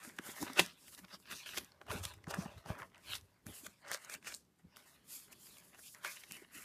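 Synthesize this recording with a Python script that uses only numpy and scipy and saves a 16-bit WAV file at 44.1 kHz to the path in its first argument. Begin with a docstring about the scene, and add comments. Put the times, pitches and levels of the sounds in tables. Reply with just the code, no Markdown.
"""A small quiet room, where crinkly plastic and paper pages in a ring binder are handled close to a phone.
They are lifted, turned and smoothed by hand. Rubbing noise rings the sheet to make it rustle, and finer
rubbing makes the fingers hiss. Creases snap as short pitched bursts with a sharp pop.
The heavy book flexes as low uneven noise and thumps as short low swings.
The room answers with a brief dull tail, over a steady hush."""
import sys
import numpy as np
from scipy import signal
from scipy.fft import rfft, irfft
from scipy.io import wavfile
from scipy.ndimage import uniform_filter1d

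SR = 44100
rng = np.random.default_rng(int(sys.argv[2]) if len(sys.argv) > 2 else 0)


def makeup_ratio(level_db):
    """Linear amplitude ratio for a level in decibels (20 dB per factor of ten)."""
    decades = np.asarray(level_db, float) / 20
    return 10 ** decades


def dump_mix(stems):
    """Bounce the given channels to the path in sys.argv[1] as a 16-bit WAV at rate SR."""
    frames = np.atleast_2d(stems).T  # one column per channel
    limited = np.clip(frames, -1, 1)  # hard clip at full scale
    pcm = np.round(limited * 32767).astype(np.int16)
    wavfile.write(sys.argv[1], SR, pcm)


N = 292824
TIME = np.arange(N) / SR  # seconds

# colour of the steady hush: pitch_hz, relative level_db (per Hz)
AIR_COLOUR = [(18, -32.5), (30, -11.5), (61, -3), (173, 5), (606, -14), (691, -11.5), (1550, -15.5),
              (4540, -22), (13300, -23.5), (15500, -35.5)]
AIR_DB = -75
# bumps of the book: peak_s, peak_db (before the final filter), pitch_hz, rise_s, fall_s (both per 60 dB)
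BOOK_THUMPS = [(0.052, -54.5, 320, 0.035, 0.098), (0.077, -46, 239, 0.026, 0.064),
               (0.196, -36, 294, 0.012, 0.012), (0.291, -40.5, 315, 0.0083, 0.011),
               (0.434, -30.5, 296, 0.052, 0.018), (0.502, -42, 270, 0.0098, 0.087),
               (0.572, -40, 366, 0.022, 0.014), (0.596, -25, 360, 0.018, 0.021),
               (0.603, -35, 177.7, 0.015, 0.1), (0.999, -53, 282, 0.053, 0.013),
               (1.045, -53, 190, 0.11, 0.023), (1.14, -54.6, 198, 0.044, 0.068),
               (1.329, -46.5, 202, 0.012, 0.037), (1.577, -40.5, 357, 0.0092, 0.038),
               (1.634, -54.5, 215.0, 0.015, 0.024), (1.905, -36, 91.6, 0.033, 0.035),
               (1.935, -42.5, 426, 0.078, 0.053), (1.953, -34, 109, 0.0083, 0.016),
               (2.012, -39.5, 91, 0.11, 0.11), (2.059, -39.5, 91.6, 0.029, 0.027),
               (2.176, -53, 102.0, 0.045, 0.05), (2.278, -33.5, 147, 0.011, 0.03),
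               (2.39, -26.5, 179, 0.027, 0.026), (2.437, -54, 192, 0.023, 0.025),
               (2.46, -34, 184, 0.01, 0.02), (2.573, -46, 81.3, 0.039, 0.014),
               (2.667, -45, 151.0, 0.033, 0.018), (2.704, -25, 106, 0.013, 0.02),
               (2.818, -50, 128, 0.069, 0.051), (3.102, -49, 95, 0.042, 0.021),
               (3.149, -58, 99.3, 0.12, 0.14), (3.467, -39.5, 173.7, 0.013, 0.018),
               (3.508, -50, 99.7, 0.12, 0.023), (3.637, -50, 288, 0.026, 0.045),
               (3.681, -52, 205, 0.024, 0.053), (3.913, -56, 482, 0.0097, 0.016),
               (3.949, -41, 550, 0.034, 0.014), (4.157, -56.5, 211, 0.041, 0.013),
               (4.273, -49, 472, 0.023, 0.012), (4.651, -47.5, 172.7, 0.042, 0.021),
               (4.666, -58, 75, 0.04, 0.08), (6.054, -55, 380, 0.046, 0.011),
               (6.315, -49, 205.0, 0.027, 0.025), (6.423, -46, 362, 0.014, 0.014),
               (6.563, -51.5, 299, 0.025, 0.038)]
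# pushes that flex the pages and cover: peak_s, level_db, rise_s, fall_s (both per 20 dB), deep_share_db
BOOK_PUSHES = [(0.07, -63.5, 0.087, 0.18, -20), (0.2, -61, 0.022, 0.023, -15),
               (0.308, -59.5, 0.083, 0.064, -21), (0.425, -42, 0.021, 0.012, -26),
               (0.451, -60, 0.11, 0.3, -18), (0.597, -44.6, 0.019, 0.073, -21),
               (0.734, -73.3, 0.18, 0.036, -8.3), (1.057, -69.5, 0.63, 0.031, -1),
               (1.136, -72, 0.04, 0.497, -9.0), (1.313, -60.5, 0.033, 0.095, -7.9),
               (1.596, -57.5, 0.13, 0.073, -4), (1.961, -49.5, 0.092, 0.066, -4),
               (2.056, -68, 0.053, 0.024, 15), (2.283, -68.5, 0.64, 0.092, 7),
               (2.286, -55, 0.021, 0.028, -1), (2.348, -57.5, 0.045, 0.23, 8.5),
               (2.388, -52, 0.058, 0.106, -4), (2.588, -71, 0.11, 0.023, 19),
               (2.673, -59, 0.032, 0.37, -4.2), (2.721, -49.5, 0.049, 0.016, -5),
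               (3.087, -68, 0.069, 0.32, 7), (3.485, -53, 0.036, 0.052, 0.5),
               (3.686, -63.5, 0.088, 0.046, -3), (3.917, -61.5, 0.08, 0.06, -12),
               (4.184, -65.5, 0.16, 0.033, -14), (4.279, -66, 0.12, 0.24, -6),
               (4.651, -68.5, 0.025, 0.064, 4.2), (4.764, -70.5, 0.025, 0.12, -9),
               (4.95, -76.5, 0.027, 0.497, -2), (5.438, -71.5, 0.91, 0.7, -10),
               (5.653, -76.7, 0.033, 0.81, -7), (6.072, -66, 0.036, 0.087, -13.1),
               (6.35, -66.5, 0.17, 0.17, -14), (6.564, -67, 0.11, 0.36, -6)]
# strokes of skin and sheet over paper: peak_s, level_db, rise_s, fall_s (both per 20 dB), plastic_edge_db
RUB_STROKES = [(0.052, -58, 0.068, 0.086, -3.5), (0.191, -70.7, 0.172, 0.012, -4),
               (0.288, -54, 0.09, 0.086, -3.5), (0.416, -53.5, 0.086, 0.069, -0.5),
               (0.594, -37.5, 0.026, 0.032, 1.5), (0.624, -54.5, 0.16, 0.086, 1),
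               (0.734, -74.5, 0.071, 0.016, 0.8), (0.938, -62, 0.22, 0.035, -4),
               (0.981, -66, 0.019, 0.086, -2), (1.143, -69.5, 0.1, 0.038, 0.5),
               (1.22, -76.5, 0.079, 0.039, -10), (1.32, -58.4, 0.034, 0.033, -1.5),
               (1.372, -60.5, 0.117, 0.11, 4.5), (1.471, -61, 0.021, 0.1, 2.0),
               (1.555, -63.0, 0.048, 0.146, 3.5), (1.583, -49, 0.023, 0.0074, 6.5),
               (1.816, -81, 0.022, 0.068, -1), (1.917, -54, 0.034, 0.14, -0.5),
               (2.032, -54.5, 0.0061, 0.11, -2.5), (2.239, -82, 0.018, 0.051, 2),
               (2.309, -53, 0.03, 0.016, 1.5), (2.341, -59, 0.031, 0.046, -1),
               (2.412, -61.5, 0.073, 0.08, 4), (2.519, -73, 0.039, 0.1, 1.3), (2.585, -74, 0.02, 0.07, -2),
               (2.676, -66, 0.027, 0.12, 4), (2.784, -68.5, 0.008, 0.12, 0.1),
               (2.98, -86, 0.059, 0.267, 1.3), (3.143, -53, 0.11, 0.065, -1.2),
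               (3.248, -84.5, 0.05, 0.2, -0.6), (3.468, -64, 0.012, 0.184, -5.5),
               (3.559, -58.7, 0.07, 0.17, -6), (3.667, -60, 0.16, 0.019, -5),
               (3.817, -77, 0.068, 0.026, -13), (3.942, -50, 0.066, 0.037, 1.5),
               (4.051, -60, 0.1, 0.016, -5.5), (4.129, -53.5, 0.054, 0.046, -5),
               (4.273, -54.5, 0.03, 0.12, 1.5), (4.359, -58.5, 0.13, 0.047, -6),
               (4.589, -80, 0.013, 0.031, -10), (4.765, -71, 0.01, 0.13, -0.1),
               (4.905, -70, 0.14, 0.12, -4), (5.14, -51.5, 0.072, 0.12, -5.5),
               (5.327, -63, 0.02, 0.015, -3.5), (5.445, -62.5, 0.125, 0.31, -5.5),
               (5.864, -61, 0.16, 0.15, -3), (6.051, -57.5, 0.033, 0.28, 1.2),
               (6.318, -63, 0.052, 0.16, -2.5), (6.559, -60, 0.052, 0.495, -4)]
# creases that snap: peak_s, peak_db, pitch_hz, treble_db, fall_s (per 60 dB, at least 0.001)
CREASE_SNAPS = [(0.0496, -40.5, 1810, -4, 0.012), (.092, -40, 3230, 0.5, 0.0067),
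                (.1878, -30, 1620, -15, .0093), (0.4281, -28, 1050, -2.5, 0.0091),
                (0.468, -40, 1180, -12, 0.029), (0.4786, -37, 1809, -17, .0082),
                (.5, -37.5, 1110, -27, .0075), (0.534, -38.5, 4468, 9, .0095),
                (0.575, -28, 2060, -10, 0.0083), (0.595, -7, 2580, -8, 0.00094),
                (0.5985, -13.5, 3650, -5, 0.016), (.8811, -47, 2260, -2, 0.028),
                (.949, -38, 4366, 17, 0.0056), (.979, -46, 1437, 2.5, .007), (0.9836, -45, 4100, -4, .003),
                (0.9902, -43.5, 2020, -1, 0.038), (1.0451, -52, 1280, -19, .0087),
                (1.0492, -44, 3150, -11, .003), (1.0838, -53, 2046, -11.5, .006),
                (1.1466, -48, 1170, -22, 0.0077), (1.201, -53, 1125, 3, .0038),
                (1.314, -36, 1390, -7.5, 0.0067), (1.3243, -35.5, 1620, -12, 0.024),
                (1.33, -37, 2760, -6, 0.0069), (1.462, -40, 2450, -6.5, 0.052),
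                (1.5107, -38.5, 2860, -5, 0.01), (1.5353, -39, 1640, -30, .007),
                (1.5451, -39, 1400, -14, 0.013), (1.5751, -25, 2930, -0.5, 0.0091),
                (1.583, -28, 2800, -5, 0.019), (1.647, -42, 5873, 6, .0045),
                (1.7203, -50, 3600, -14, 0.0063), (1.8152, -43, 1110, -40, 0.0081),
                (1.8673, -50, 1110, -12, .018), (1.884, -45, 1114, -22, .016),
                (1.9049, -36, 1080, -20, 0.012), (1.9151, -35, 1430, -14, 0.0031),
                (2.0377, -36, 3250, 0, 0.079), (2.053, -20, 3600, -1.5, 0.014),
                (2.1385, -45.5, 2283, -1.5, 0.018), (2.179, -57, 2019, -4, .023),
                (2.242, -47.5, 1922, -12, .008), (2.2706, -44, 1007, -34, .016),
                (2.2835, -42, 1141, -3, .036), (2.31, -31.5, 1020, -7, 0.029),
                (2.3406, -30, 1370, -38, 0.015), (2.3452, -31, 1290, 3, 0.0037),
                (2.4253, -39, 1427, -1, 0.0055), (2.4599, -40, 816, -36, 0.011), (2.58, -52, 1740, 0, .018),
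                (2.6603, -41, 910, -28, .011), (2.7027, -33.5, 855, -40, .0084),
                (2.7533, -43, 1087, -35, .006), (2.7908, -46, 1370, -9, .03),
                (2.8, -39.5, 1150, -48, 0.045), (2.8202, -34.5, 1290, -42, 0.0035),
                (2.8304, -39, 1190, -47, 0.013), (2.9007, -57.5, 2750, -3, .003),
                (2.947, -50.5, 2300, -24, 0.01), (2.9585, -50, 2280, -23, 0.0031),
                (2.9802, -48, 2260, -1.5, 0.0085), (3.154, -30.5, 3700, -19, .0041),
                (3.2119, -49.5, 4310, 12.5, 0.0021), (3.467, -36, 1753, 1, .003),
                (3.6663, -33, 1500, 0.5, .014), (3.85, -51, 1620, -30, 0.02),
                (3.8637, -47, 1690, -23, 0.011), (3.9161, -24.5, 1680, -2, 0.0043),
                (3.9328, -32, 1810, -1, 0.0073), (3.9405, -29, 5400, -30, 0.0023),
                (3.9471, -28, 1630, -15, 0.0042), (3.9743, -40, 1300, 0, 0.0044),
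                (4.0483, -40, 6200, -12, .0054), (4.098, -35.5, 1560, 0, 0.015),
                (4.14, -32.5, 1650, 7, 0.014), (4.1496, -34.5, 1669, -1, 0.012),
                (4.227, -49, 2230, -7, 0.0099), (4.2467, -45, 1730, -7, 0.014),
                (4.2715, -34, 1990, -8, 0.016), (4.2802, -47, 2240, -13, 0.0099),
                (4.3226, -42, 2200, -11, .018), (4.342, -34, 4540, -32, 0.0077),
                (4.3477, -29, 5900, 15.5, 0.0022), (4.7622, -45, 3080, -7.5, .011),
                (4.7697, -39, 1580, 0.5, .003), (5.2822, -53.5, 1588, -5, .006),
                (5.3282, -45, 2160, -3, .03), (5.5695, -50.5, 2590, -7, .017),
                (5.733, -52, 1986, -13, .008), (5.7475, -49, 1642, -4, .007), (5.793, -51, 1940, -4, .012),
                (5.948, -41.5, 1860, 0.5, 0.0056), (6.0481, -27, 1470, -12, .0087),
                (6.0773, -38, 2229, 6, 0.034), (6.1652, -48, 1470, 0, .0088),
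                (6.1713, -40, 2170, -30, 0.012), (6.237, -39.5, 2450, -9, 0.017),
                (6.311, -38.5, 2350, -3, 0.019), (6.3678, -44.5, 2130, -1, .029)]
# bends and drags of the sheet: peak_s, level_db, rise_s, fall_s (both per 20 dB), taut_upper_modes_db
SHEET_BENDS = [(0.05, -56, 0.14, 0.13, -8), (0.194, -63, 0.087, 0.02, -4.5), (0.281, -53, 0.091, 0.083, -4),
               (0.441, -53, 0.17, 0.034, -2), (0.468, -49, 0.011, 0.12, -5.5),
               (0.572, -47.5, 0.0064, 0.14, 6.5), (0.601, -31, 0.035, 0.013, 1.5),
               (0.885, -73, 0.23, 0.032, 6), (0.934, -62.5, 0.025, 0.036, 2),
               (0.988, -61.5, 0.03, 0.034, -4), (1.047, -59, 0.026, 0.012, -4.5),
               (1.145, -55.5, 0.069, 0.026, -1.3), (1.192, -87.5, 0.497, 0.018, -2),
               (1.326, -52, 0.067, 0.031, 2.2), (1.355, -64, 0.14, 0.31, 6), (1.461, -55, 0.013, 0.14, 3.5),
               (1.537, -56.5, 0.011, 0.17, 1), (1.579, -40.5, 0.017, 0.0091, 2.5),
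               (1.71, -77, 0.131, 0.54, -4.5), (1.817, -60.5, 0.015, 0.013, -16),
               (1.911, -45, 0.035, 0.13, -3), (2.038, -58, 0.013, 0.13, 4), (2.117, -57.5, 0.034, 0.02, -1),
               (2.189, -70, 0.029, 0.022, -11), (2.248, -73, 0.08, 0.011, -2),
               (2.299, -50.5, 0.028, 0.29, -4), (2.475, -74, 0.2, 0.017, -1),
               (2.584, -66.5, 0.029, 0.075, -0.5), (2.688, -51, 0.046, 0.14, -7.5),
               (2.815, -49.5, 0.05, 0.052, -15), (2.951, -64.5, 0.033, 0.137, -6),
               (3.14, -51, 0.099, 0.053, 7), (3.358, -79, 0.497, 0.11, -3), (3.468, -64, 0.012, 0.31, -4),
               (3.521, -69.5, 0.072, 0.37, 9), (3.667, -59.5, 0.031, 0.012, 5),
               (3.922, -47.5, 0.089, 0.081, -5.5), (4.145, -52.5, 0.16, 0.033, -1),
               (4.276, -52, 0.047, 0.084, -3), (4.598, -78, 0.019, 0.044, -6.5),
               (4.798, -66, 0.12, 0.077, 0), (4.85, -71, 0.016, 0.42, -1.5), (5.107, -70, 0.07, 0.363, 7.5),
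               (5.33, -62.5, 0.064, 0.012, -5), (5.5, -71.5, 0.27, 0.118, 6.5),
               (5.572, -68, 0.061, 0.036, 0), (5.597, -71.5, 0.0077, 0.22, 1.7),
               (5.75, -66.5, 0.05, 0.052, -2), (5.79, -64.5, 0.024, 0.033, -11),
               (5.883, -73.5, 0.11, 0.024, 16.5), (5.944, -64, 0.007, 0.4, -8),
               (6.055, -47, 0.031, 0.097, 0), (6.169, -62, 0.024, 0.022, 6), (6.246, -68, 0.495, 0.0099, 1),
               (6.269, -65, 0.017, 0.015, -8), (6.363, -63, 0.14, 0.054, 6.5),
               (6.444, -66.5, 0.261, 0.03, -4.5), (6.565, -58, 0.083, 0.32, -1.9)]
# how the sheet is held: time_s, slack_lower_modes_db, long_span_pitch_hz, short_span_pitch_hz, rub_sheen_db
SHEET_GRIP = [(0.0, -11, 1647, 2678, -2), (0.4, -6, 1633, 2930, 2.5), (0.6, -8, 1600, 2900, -3),
              (1.0, -14, 1600, 3030, 4.5), (1.08, -8, 1550, 3280, 5), (1.14, -7.5, 1515, 4200, 1),
              (1.2, -9, 1500, 3600, 4), (1.29, -12, 1500, 3474, 3), (1.36, -15, 1663, 2900, -2.5),
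              (1.52, -16, 1770, 2920, 0), (1.6, -12.5, 1720, 2790, 6.5), (1.8, 4, 1217, 2917, 1.5),
              (2.1, -10.5, 1300, 3050, -1), (2.3, 2.5, 1180, 2615, -2.5), (2.85, -6, 1286, 2480, 2.5),
              (3.05, -7, 1700, 2687, 2.5), (3.17, -14.5, 1750, 3830, 2.5), (3.25, -8, 1700, 2810, 2),
              (3.5, -4, 1678, 2900, 4), (3.9, -7.5, 1655, 2846, -7), (4.12, -11, 1711, 2560, -2),
              (4.28, -10.5, 1960, 2520, -6), (4.75, -5, 1500, 2740, 1.5), (5.15, -11.5, 1842, 3250, 2.5),
              (5.75, -4.5, 1666, 2660, 3.5), (6.07, -14, 1780, 2617, 3), (6.36, -10, 2120, 2294, 2),
              (6.64, -16, 1940, 2403, 2.5)]

# Broad modes (ways of ringing). Columns of all six: pitch_hz, width_hz (before sheet() widens it), level_db
# the sheet where it hangs slack
SLACK_MODES = [(417, 110, -5), (591, 89, 0), (675, 120, 3), (761.3, 160, -0.1)]
# the sheet's long free span
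MIDDLE_MODES = [(980, 230, 0), (1180, 250, -1), (1400, 280, -1), (1620, 300, 0), (1850, 320, 0),
                (2100, 340, 0)]
# the sheet's short, tight free span
TAUT_MODES = [(2380, 380, 0), (2700, 400, 0), (3050, 440, -1), (3420, 480, -1), (3830, 520, -1),
              (4300, 560, -1), (4800, 600, -2), (5350, 640, -3)]
# the soft hiss of rubbing
SKIN_MODES = [(6800, 600, 0), (7500, 600, 0), (8250, 650, 0), (9050, 700, 0)]
# the sheen on top of the hiss
SHEEN_MODES = [(9900, 800, 0), (10900, 850, -.5), (12000, 900, -1.5), (13150, 950, -2.5), (14350, 1000, -5)]
# the lower rasp of the stiff plastic edge
EDGE_MODES = [(2600, 500, -12), (3200, 550, -9), (3900, 650, -5), (4700, 600, 0), (5400, 550, 0),
              (6100, 550, 0)]

ROOM_T60_S, ROOM_DB, ROOM_TOP_HZ = 0.089, -18.5, 4060
BASS_CUT_HZ, TOP_CUT_HZ = 48.4, 15200
ROUNDNESS = 1.34  # power of time along which a movement fades
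LIMP_DB, PULL_DB = -71.5, 14.5  # the sheet is limp below this level, fully stretched this much above it
# slips before a pop rise 60 dB over this long, plus this share of the snap's fall time
SNAP_RISE_S, SNAP_RISE_SHARE = 0.0051, 0.24


def unit(x):
    """Scale to an rms (average strength) of 1."""
    return x / np.sqrt(np.mean(x ** 2))


def read(table):
    """Draw lines between the rows of a table, giving each column one value a sample."""
    s, *columns = np.transpose(table)
    return [np.interp(TIME, s, column) for column in columns]


def band(x, lo_hz, hi_hz, order=2):
    """Keep the sound between two pitches with a Butterworth filter."""
    sos = signal.butter(order, [lo_hz, min(hi_hz, 0.45 * SR)], "band", fs=SR, output="sos")
    return signal.sosfilt(sos, x)


def resonate(x, hz, width_hz):
    """A two-pole resonance applied twice, with gain 1 at its centre."""
    b, a = signal.iirpeak(hz, hz / width_hz, fs=SR)
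    return signal.lfilter(b, a, signal.lfilter(b, a, x))


def walk(rate):
    """A random wandering level: a new value every 1 / rate seconds, smoothed twice."""
    hold = max(int(SR / rate), 1)
    steps = np.repeat(rng.standard_normal(N // hold + 1), hold)
    smooth = uniform_filter1d(uniform_filter1d(steps, hold), hold)
    return 0.8 * smooth[:N]


def swell(rise_s, fall_s, half):
    """Time around a peak and an envelope that rises and falls 60 dB in the given seconds."""
    t = np.arange(-half, half) / SR
    lasts = np.maximum(np.where(t < 0, rise_s, fall_s), 1e-3)
    return t, makeup_ratio(-60 * np.abs(t) / lasts)


def moves(table):
    """Overlapping movements add in power and the strongest sets the colour; gives level and colour in dB."""
    s, level_db, rise_s, fall_s, colour_db = np.transpose(table)[:, :, None]
    t = TIME[::64]  # slow curves need few points
    lasts = np.maximum(np.where(t < s, rise_s, fall_s), 1e-3)
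    fade_db = 20 * (np.abs(t - s) / lasts) ** ROUNDNESS
    power = makeup_ratio(2 * (level_db - fade_db)) + 1e-30
    total = power.sum(axis=0)
    colour = (power * colour_db).sum(axis=0) / total
    return np.interp(TIME, t, 10 * np.log10(total)), np.interp(TIME, t, colour)


def friction(rate, spread_db, crackle_db, flutter_db):
    """Smooth rubbing noise plus tiny buckles (rate a second), of which a few are much larger."""
    hit, size, rub = rng.random(N), rng.exponential(size=N), rng.standard_normal(N)
    buckles = (hit < rate / SR) * np.sign(rub) * makeup_ratio(spread_db * size)
    rough = rub + makeup_ratio(crackle_db) * unit(buckles)
    return unit(rough * makeup_ratio(flutter_db * walk(70)))


def sheet(drive, modes, patchy_db, rate, span_hz=None, focus_db=0):
    """The sheet keeps changing shape, so each mode comes and goes; those near the free span's pitch lead."""
    out, power = 0, 0
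    for k, (hz, width_hz, db) in enumerate(modes):
        octaves_off = 0 if span_hz is None else np.log2(hz / span_hz)
        lead = makeup_ratio(db - focus_db * octaves_off ** 2)
        ring = unit(resonate(drive, hz, 1.75 * width_hz))
        side = (-1) ** k  # neighbours swing in opposition
        out = out + side * lead * makeup_ratio(patchy_db * walk(rate)) * ring
        power = power + lead ** 2
    return unit(out / np.sqrt(power))


def air():
    """Steady hush of the room and the microphone: random noise given a fixed colour."""
    hz = np.arange(N // 2 + 1) * SR / N + 1
    colour_hz, colour_db = np.transpose(AIR_COLOUR)
    shape_db = np.interp(np.log(hz), np.log(colour_hz), colour_db)
    hush = irfft(rfft(rng.standard_normal(N)) * makeup_ratio(shape_db), N)
    return makeup_ratio(AIR_DB) * unit(hush)


def room(x):
    """Soft furnishings give a short, dull, diffuse tail."""
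    t = np.arange(SR // 2) / SR
    noise = band(rng.standard_normal(len(t)), 81, ROOM_TOP_HZ, order=1)
    tail = noise * makeup_ratio(-60 * t / ROOM_T60_S) * (t > 0.004)  # the first 4 ms are silent
    tail = tail / np.sqrt(np.sum(tail ** 2))
    return makeup_ratio(ROOM_DB) * signal.fftconvolve(x, tail)[:N]


def thumps():
    """A soft push on the book sets off one low, damped swing."""
    out, half = np.zeros(N + SR), 2048
    phases = rng.random(len(BOOK_THUMPS))
    for (s, peak_db, hz, rise_s, fall_s), phase in zip(BOOK_THUMPS, phases):
        t, shape = swell(rise_s, fall_s, half)
        swing = shape * np.sin(2 * np.pi * (hz * t + phase))
        i = int(s * SR)
        out[i - half:i + half] += makeup_ratio(peak_db) * swing
    return band(out[:N], 50, 900, order=1)


def flex():
    """Slow uneven pushes on the book excite its cover and, deeper, the whole stack."""
    level_db, deep_db = moves(BOOK_PUSHES)
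    push = rng.standard_normal(N) * makeup_ratio(2.5 * walk(25))
    cover = unit(band(push, 95, 360))
    stack = makeup_ratio(deep_db) * unit(band(push, 55, 120))
    return makeup_ratio(level_db) * (cover + stack)


def slide():
    """Fine, dense friction: a soft hiss with a sheen on top; the stiff plastic edge adds a lower rasp."""
    level_db, edge_db = moves(RUB_STROKES)
    sheen_db = read(SHEET_GRIP)[-1]
    drive = friction(rate=1100, spread_db=3.5, crackle_db=-7.5, flutter_db=3.1)
    rasp = makeup_ratio(edge_db) * sheet(drive, EDGE_MODES, patchy_db=2.0, rate=30)
    hiss = sheet(drive, SKIN_MODES, patchy_db=2.0, rate=30)
    sheen = makeup_ratio(sheen_db) * sheet(drive, SHEEN_MODES, patchy_db=2.0, rate=30)
    return makeup_ratio(level_db) * (rasp + hiss + sheen)


def snaps():
    """Each crease gives way in quick slips around one sharp pop, coloured by the patch that buckles."""
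    out, half = np.zeros(N), 1024
    all_slips = rng.standard_normal((len(CREASE_SNAPS), 2 * half))
    for (s, peak_db, hz, treble_db, fall_s), slips in zip(CREASE_SNAPS, all_slips):
        t, shape = swell(SNAP_RISE_S + SNAP_RISE_SHARE * fall_s, fall_s, half)
        kick = shape * slips + 3.3 * (t == 0)  # the pop is one strong click at the peak
        # a duller crease is also more purely pitched
        body = makeup_ratio(2.5 + 0.41 * treble_db) * unit(band(kick, 480, 4800))
        ring = unit(resonate(kick, hz, 0.62 * hz)) + body
        treble = unit(band(band(kick, 3500, 21000), 2400, 7300, order=1))
        snap = unit(ring) + makeup_ratio(treble_db) * treble
        i = int(s * SR)
        out[i - half:i + half] += makeup_ratio(peak_db) * snap / np.abs(snap).max()
    return out


def rustle():
    """Friction rings the sheet; tension shifts the weight between its low and high modes."""
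    level_db, taut_db = moves(SHEET_BENDS)
    slack_db, long_hz, short_hz, _ = read(SHEET_GRIP)
    # a firm movement stretches the span and sharpens its pitch
    pull = np.clip((level_db - LIMP_DB) / PULL_DB, 0, 1)
    drive = friction(rate=730, spread_db=2.5, crackle_db=1.0, flutter_db=1.0)
    slack = makeup_ratio(slack_db) * sheet(drive, SLACK_MODES, patchy_db=3.0, rate=25)
    middle = sheet(drive, MIDDLE_MODES, patchy_db=3.5, rate=35, span_hz=long_hz, focus_db=5.0 + 7.1 * pull)
    taut = sheet(drive, TAUT_MODES, patchy_db=6.5, rate=35, span_hz=short_hz, focus_db=33 * pull)
    return makeup_ratio(level_db) * (slack + middle + makeup_ratio(taut_db) * taut)


def scene():
    """Pages and book close by, their echo, and the quiet air."""
    book = rustle() + slide() + flex() + snaps() + thumps()
    return (book + room(book) + air())[None]


def band_limit(x):
    """A steep low-pass at the top of the band."""
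    return signal.sosfilt(signal.butter(12, 15780, fs=SR, output="sos"), x)


def record(dry):
    """The phone cuts the deep bass gently and the top steeply."""
    bass_cut = signal.butter(2, BASS_CUT_HZ, "high", fs=SR, output="sos")
    top_cut = signal.ellip(8, 0.2, 60, TOP_CUT_HZ, fs=SR, output="sos")
    mix = signal.sosfilt(top_cut, signal.sosfilt(bass_cut, dry))
    return band_limit(mix)


dry = scene()
out = record(dry)
dump_mix(out)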